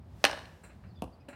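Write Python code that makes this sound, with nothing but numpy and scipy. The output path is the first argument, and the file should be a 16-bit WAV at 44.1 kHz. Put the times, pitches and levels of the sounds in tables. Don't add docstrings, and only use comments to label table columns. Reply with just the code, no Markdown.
import sys
import numpy as np
from scipy import signal
from scipy.fft import rfft, irfft, next_fast_len
from scipy.io import wavfile
from scipy.ndimage import uniform_filter1d

SR = 44100
rng = np.random.default_rng(int(sys.argv[2]) if len(sys.argv) > 2 else 0)


def put_to_file(sound):
    columns = np.atleast_2d(sound).T
    safe = np.clip(columns, -1, 1)
    whole_steps = np.round(safe * 32767)
    wavfile.write(sys.argv[1], SR, whole_steps.astype(np.int16))


N = 59535
HIT_S = .2410


def amp(db):
    return 10 ** (np.asarray(db) / 20)


def evened(x):
    return x / np.sqrt(np.mean(x ** 2) + 1e-20)


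def unit(x):
    return x / np.linalg.norm(x)


def read(points, hz):
    row_hz, value = np.transpose(points)
    return np.interp(np.log(hz + 1), np.log(row_hz + 1), value)


def since(s):
    return np.maximum(np.arange(N) / SR - s, 0)


def dying(t, t60):
    return np.exp(-np.log(1000) * t / t60)


def delayed(x, s):
    return np.pad(x, (round(s * SR), 0))[:N]


def noise(colour):
    gain = amp(read(colour, np.fft.rfftfreq(N, 1 / SR)))
    return evened(irfft(rfft(rng.standard_normal(N)) * gain, N))


def wobble(samples):
    return evened(uniform_filter1d(rng.standard_normal(N), samples))


def pulse(colour, size=4096):
    log_gain = np.log(amp(read(colour, abs(np.fft.fftfreq(size, 1 / SR)))))
    spectrum = np.exp(np.conj(signal.hilbert(log_gain)))
    return unit(np.pad(np.fft.ifft(spectrum).real, (0, N - size)))


def ring(notes, s=0):
    t = since(s)
    return sum(amp(db) * dying(t, t60) * np.sin(2 * np.pi * hz * t) for hz, db, t60 in notes)


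def travel(x, s, paths):
    size = next_fast_len(2 * N)
    f = np.fft.rfftfreq(size, 1 / SR)
    response = sum(amp(db) * np.exp(-2j * np.pi * f * (s + delay)) / (1 + 1j * f / dull_hz)
                   for delay, db, dull_hz in paths)
    return irfft(rfft(x, size) * response, size)[:N]


def scatter(x, t60):
    return signal.fftconvolve(x, unit(rng.standard_normal(N) * dying(since(0), t60)))[:N]


def air():
    # frequency in Hz, level in dB.
    hush = [(40, -7.5), (110, -1.5), (200, -2), (300, -5.5), (450, -10.5), (700, -10), (1000, -15.5),
            (1500, -22.5), (2000, -25.5), (2700, -31), (3500, -32), (5000, -34.5), (6500, -45),
            (16000, -46)]
    rumble = [(25, -31), (45, -8), (62, 1.5), (85, 1), (130, -8), (200, -8.5), (300, -27.5), (700, -51),
              (16000, -85.5)]
    # time in seconds, relative level in dB.
    wind = [(0.0, -52), (0.096, -55.5), (0.138, -47.5), (0.22, -59.5), (0.506, -51.5), (0.59, -64.5),
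            (0.608, -57), (0.906, -50.5), (0.97, -56.5), (1.04, -49), (1.108, -61), (1.292, -58.5),
            (1.312, -83), (1.35, -57.5)]
    gust_db = wobble(round(0.022 * SR))
    wind_db = np.interp(since(0), *np.transpose(wind))
    return amp(-59.5) * noise(hush) + amp(2 + wind_db + gust_db) * noise(rumble)


def swing():
    # frequency in Hz, level in dB.
    swish = [(100, -1), (600, 5), (1500, -1.5), (4000, -7), (8000, -11.5), (16000, -19)]
    rise_s, fall_s = .08, 0.32
    t = np.arange(N) / SR - HIT_S
    return amp(-59.5) * noise(swish) * np.exp(np.minimum(t / rise_s, -t / fall_s))


def flex(x, hz=1800):
    _, feedback = signal.iirpeak(hz, Q=1.3, fs=SR)
    return signal.lfilter(feedback[::-1], feedback, x)


def bat():
    # frequency in Hz, level in dB.
    snap_colour = [(70, -43), (130, -21), (230, -7.5), (400, -9.5), (650, -4), (1250, -9.5), (1700, 3.5),
                   (2700, 0.5), (3350, -2.5), (4200, -3), (5600, -5), (6500, -14.5), (7800, -18),
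                   (8500, -13), (10500, -18.5), (12000, -27), (12800, -18), (16000, -24.5)]
    crunch_colour = [(100, -35), (700, -12.5), (1500, -7.5), (2500, 6), (3400, -5), (4800, 4), (7500, -10),
                     (10000, -14.5), (16000, -16)]
    fence_colour = [(100, -17), (300, 7.5), (600, -8), (1300, 1), (1850, 8), (2500, 1.5), (4000, 2),
                    (6500, -3.5), (10000, 6), (16000, -1)]
    # pitch in Hz, relative level in dB, fade time in seconds.
    barrel_notes = [(1125, -38.5, 0.037), (1696, -46.5, 0.12), (1556, -38, 0.055), (1809, -23, 0.029),
                    (2420, -41.5, 0.015), (2374, -36.5, 0.013), (2596, -35.5, .035), (2920, -27.5, .035),
                    (3054, -27.5, .035), (3830, -32, 0.037), (4270, -34.5, 0.01), (4200, -33.5, 0.046),
                    (4400, -37, 0.0069), (8420, -39, 0.023)]
    thock_notes = [(311, -27.5, 0.018), (639, -15, 0.021), (794, -18.5, 0.026), (861, -28.5, 0.037)]
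    # delay in seconds, level in dB, frequency in Hz where dulling starts.
    crack_paths = [(0, -2.5, 14000), (.0015, 0.5, 5556)]
    thock_paths = [(0, 0.5, 8000), (0.0099, -6, 446)]
    echo_paths = [(0.0223, -18, 3533), (.0275, -13, 1930), (.0485, -32, 2930), (.055, -11, 1000),
                  (.0715, -16, 7100), (.089, -16.5, 1500), (.134, -24, 2980), (.150, -24, 4250),
                  (.215, -37.5, 9000)]
    crack = flex(amp(4.5) * pulse(snap_colour) + ring(barrel_notes))
    crunch = amp(-1) * unit(noise(crunch_colour) * dying(since(0), t60=0.044))
    bass_cut = signal.butter(2, 250, "highpass", fs=SR, output="sos")
    crack, thock = signal.sosfilt(bass_cut, [crack, ring(thock_notes, s=.0015)])
    near = travel(crack + crunch, HIT_S, crack_paths) + travel(thock, HIT_S, thock_paths)
    slap = amp(-4) * signal.fftconvolve(crack, pulse(fence_colour))[:N]
    slap = delayed(slap + amp(0.5) * scatter(slap, t60=.009), HIT_S + .0104)
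    hit = crack + thock
    echoes = sum(travel(scatter(hit, t60=0.0065), HIT_S, [path]) for path in echo_paths)
    lasting_note = ring([(1812, -45, .6)], HIT_S)
    return near + slap + echoes + yard(delayed(hit, HIT_S)) + lasting_note


def yard(x):
    # frequency in Hz, level in dB.
    colour = [(100, -9.5), (300, 4), (700, -1.5), (1500, 8), (2100, -3.5), (3000, -1), (6000, 0),
              (10000, -1.5), (16000, -6)]
    # frequency in Hz, fade time in seconds.
    fade_times = [(100, 1), (600, .55), (1800, 0.62), (4000, 0.51), (8000, 0.53), (16000, .44)]
    hz, t, bands = signal.stft(noise(colour), SR, nperseg=256)
    fades = dying(t, read(fade_times, hz)[:, None])
    far = signal.istft(bands * fades, SR, nperseg=256)[1][:N]
    near = noise(colour) * dying(since(0), t60=0.088)
    echo = delayed(amp(-12) * unit(far) + amp(-10) * unit(near), s=.014)
    return signal.fftconvolve(x, echo)[:N]


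def net_frame():
    # start in seconds, then the relative levels of rattle, jingle and poles in dB.
    knocks = [(.634, -51.5, -59.5, -86), (.695, -56.5, -83, -57), (0.834, -58, -101, -88),
              (1.283, -49, -62.5, -42), (1.326, -49.5, -81, -52)]
    # frequency in Hz, level in dB.
    rattle_colour = [(200, 1.5), (700, 5), (1100, 2.5), (1600, 8.5), (2100, 1), (2700, 3.5), (3500, -21.5),
                     (4100, -5.5), (5000, -24), (16000, -42)]
    jingle_colour = [(2000, -35), (6700, -16), (7450, 1), (8300, 0), (10500, -12.5), (12000, -17),
                     (16000, -16)]
    # pitch in Hz, relative level in dB, fade time in seconds.
    fitting_notes = [(4065, -1, 0.27), (5720, -11, .18), (7090, -5, 0.39), (7545, 0, 0.25),
                     (7800, -16, .18), (8215, 0, 0.18), (9400, -0.5, 0.15), (9800, -20, .15)]
    pole_notes = [(265.9, 6.5, 0.054), (572.5, -1, 0.2), (2620, -10, 0.12), (4059, -20, 0.056)]
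    rise_s = 0.0051
    out = np.zeros(N)
    for s, rattle_db, jingle_db, pole_db in knocks:
        t = since(s)
        rattle = amp(rattle_db) * noise(rattle_colour) * dying(t, t60=0.22)
        fizz = noise(jingle_colour) * dying(t, t60=0.23)
        jingle = amp(jingle_db) * (fizz + amp(-5.5) * ring(fitting_notes, s))
        poles = amp(pole_db) * ring(pole_notes, s)
        out += np.minimum(t / rise_s, 1) * (rattle + jingle + poles)
    return out


def bird():
    # start and length in seconds, first and last pitch in Hz, relative level in dB.
    chirps = [(.86, 0.051, 5100, 4690, -75), (0.861, 0.083, 4680, 4080, -78),
              (0.928, 0.063, 5370, 4370, -72), (0.943, 0.072, 3660, 3280, -69),
              (1.122, 0.0184, 4370, 5000, -65.5), (1.199, 0.013, 4990, 5100, -62.5),
              (1.2, 0.024, 2600, 2435, -68.5)]
    out = np.zeros(N)
    for s, length, start_hz, end_hz, db in chirps:
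        progress = np.minimum(since(s) / length, 1)
        waver = 1 + 0.0195 * wobble(samples=60)
        hz = (start_hz + (end_hz - start_hz) * progress) * waver
        flicker = 1 + 0.67 * wobble(samples=300)
        tone = np.sin(2 * np.pi * np.cumsum(hz) / SR)
        out += amp(db) * flicker * np.sin(np.pi * progress) * tone
    return scatter(out, t60=0.09)


def ball():
    # start in seconds, then the relative levels of thud and tick in dB.
    bounces = [(1.0228, -6.5, -21), (1.2898, -24.5, -31.5)]
    # frequency in Hz, level in dB.
    tick_colour = [(200, -20), (1800, -22.5), (2700, 12.5), (3800, -2.5), (7000, -7.5), (10500, -1),
                   (16000, -17)]
    thud_colour = [(40, -13), (100, -4), (220, 3), (420, -8), (700, -3), (1100, -13), (1700, -36),
                   (4000, -37.5), (16000, -40)]
    # pitch in Hz, relative level in dB, fade time in seconds.
    hollow_notes = [(180.6, -40, 0.03), (250, -46, 0.061), (521, -37.5, 0.1), (720, -40, 0.092),
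                    (900, -42.5, 0.1), (2830, -58, 0.16)]
    # delay in seconds, level in dB, frequency in Hz where dulling starts.
    paths = [(0, -1, 11900), (.0045, -9.5, 12400), (.011, -10, 2000), (.017, -13, 1480), (.0205, -10, 8000),
             (0.056, -16.5, 990)]
    tick_lead_s = 0.0014
    thud = pulse(thud_colour) + ring(hollow_notes)
    out = np.zeros(N)
    for s, thud_db, tick_db in bounces:
        out += delayed(amp(tick_db) * pulse(tick_colour), s - tick_lead_s)
        out += delayed(amp(thud_db) * thud, s)
    return travel(out, 0, paths) + amp(-5) * yard(out)


def scene():
    return (air() + swing() + bat() + net_frame() + bird() + ball())[None]


def record(dry):
    low_hz, high_hz = 52, 16300
    bass_cut = signal.butter(5, low_hz, "highpass", fs=SR, output="sos")
    treble_cut = signal.firwin(255, high_hz, window=("kaiser", 9), fs=SR)
    return signal.oaconvolve(signal.sosfilt(bass_cut, dry), treble_cut[None], "same")


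dry = scene()
out = record(dry)
put_to_file(out)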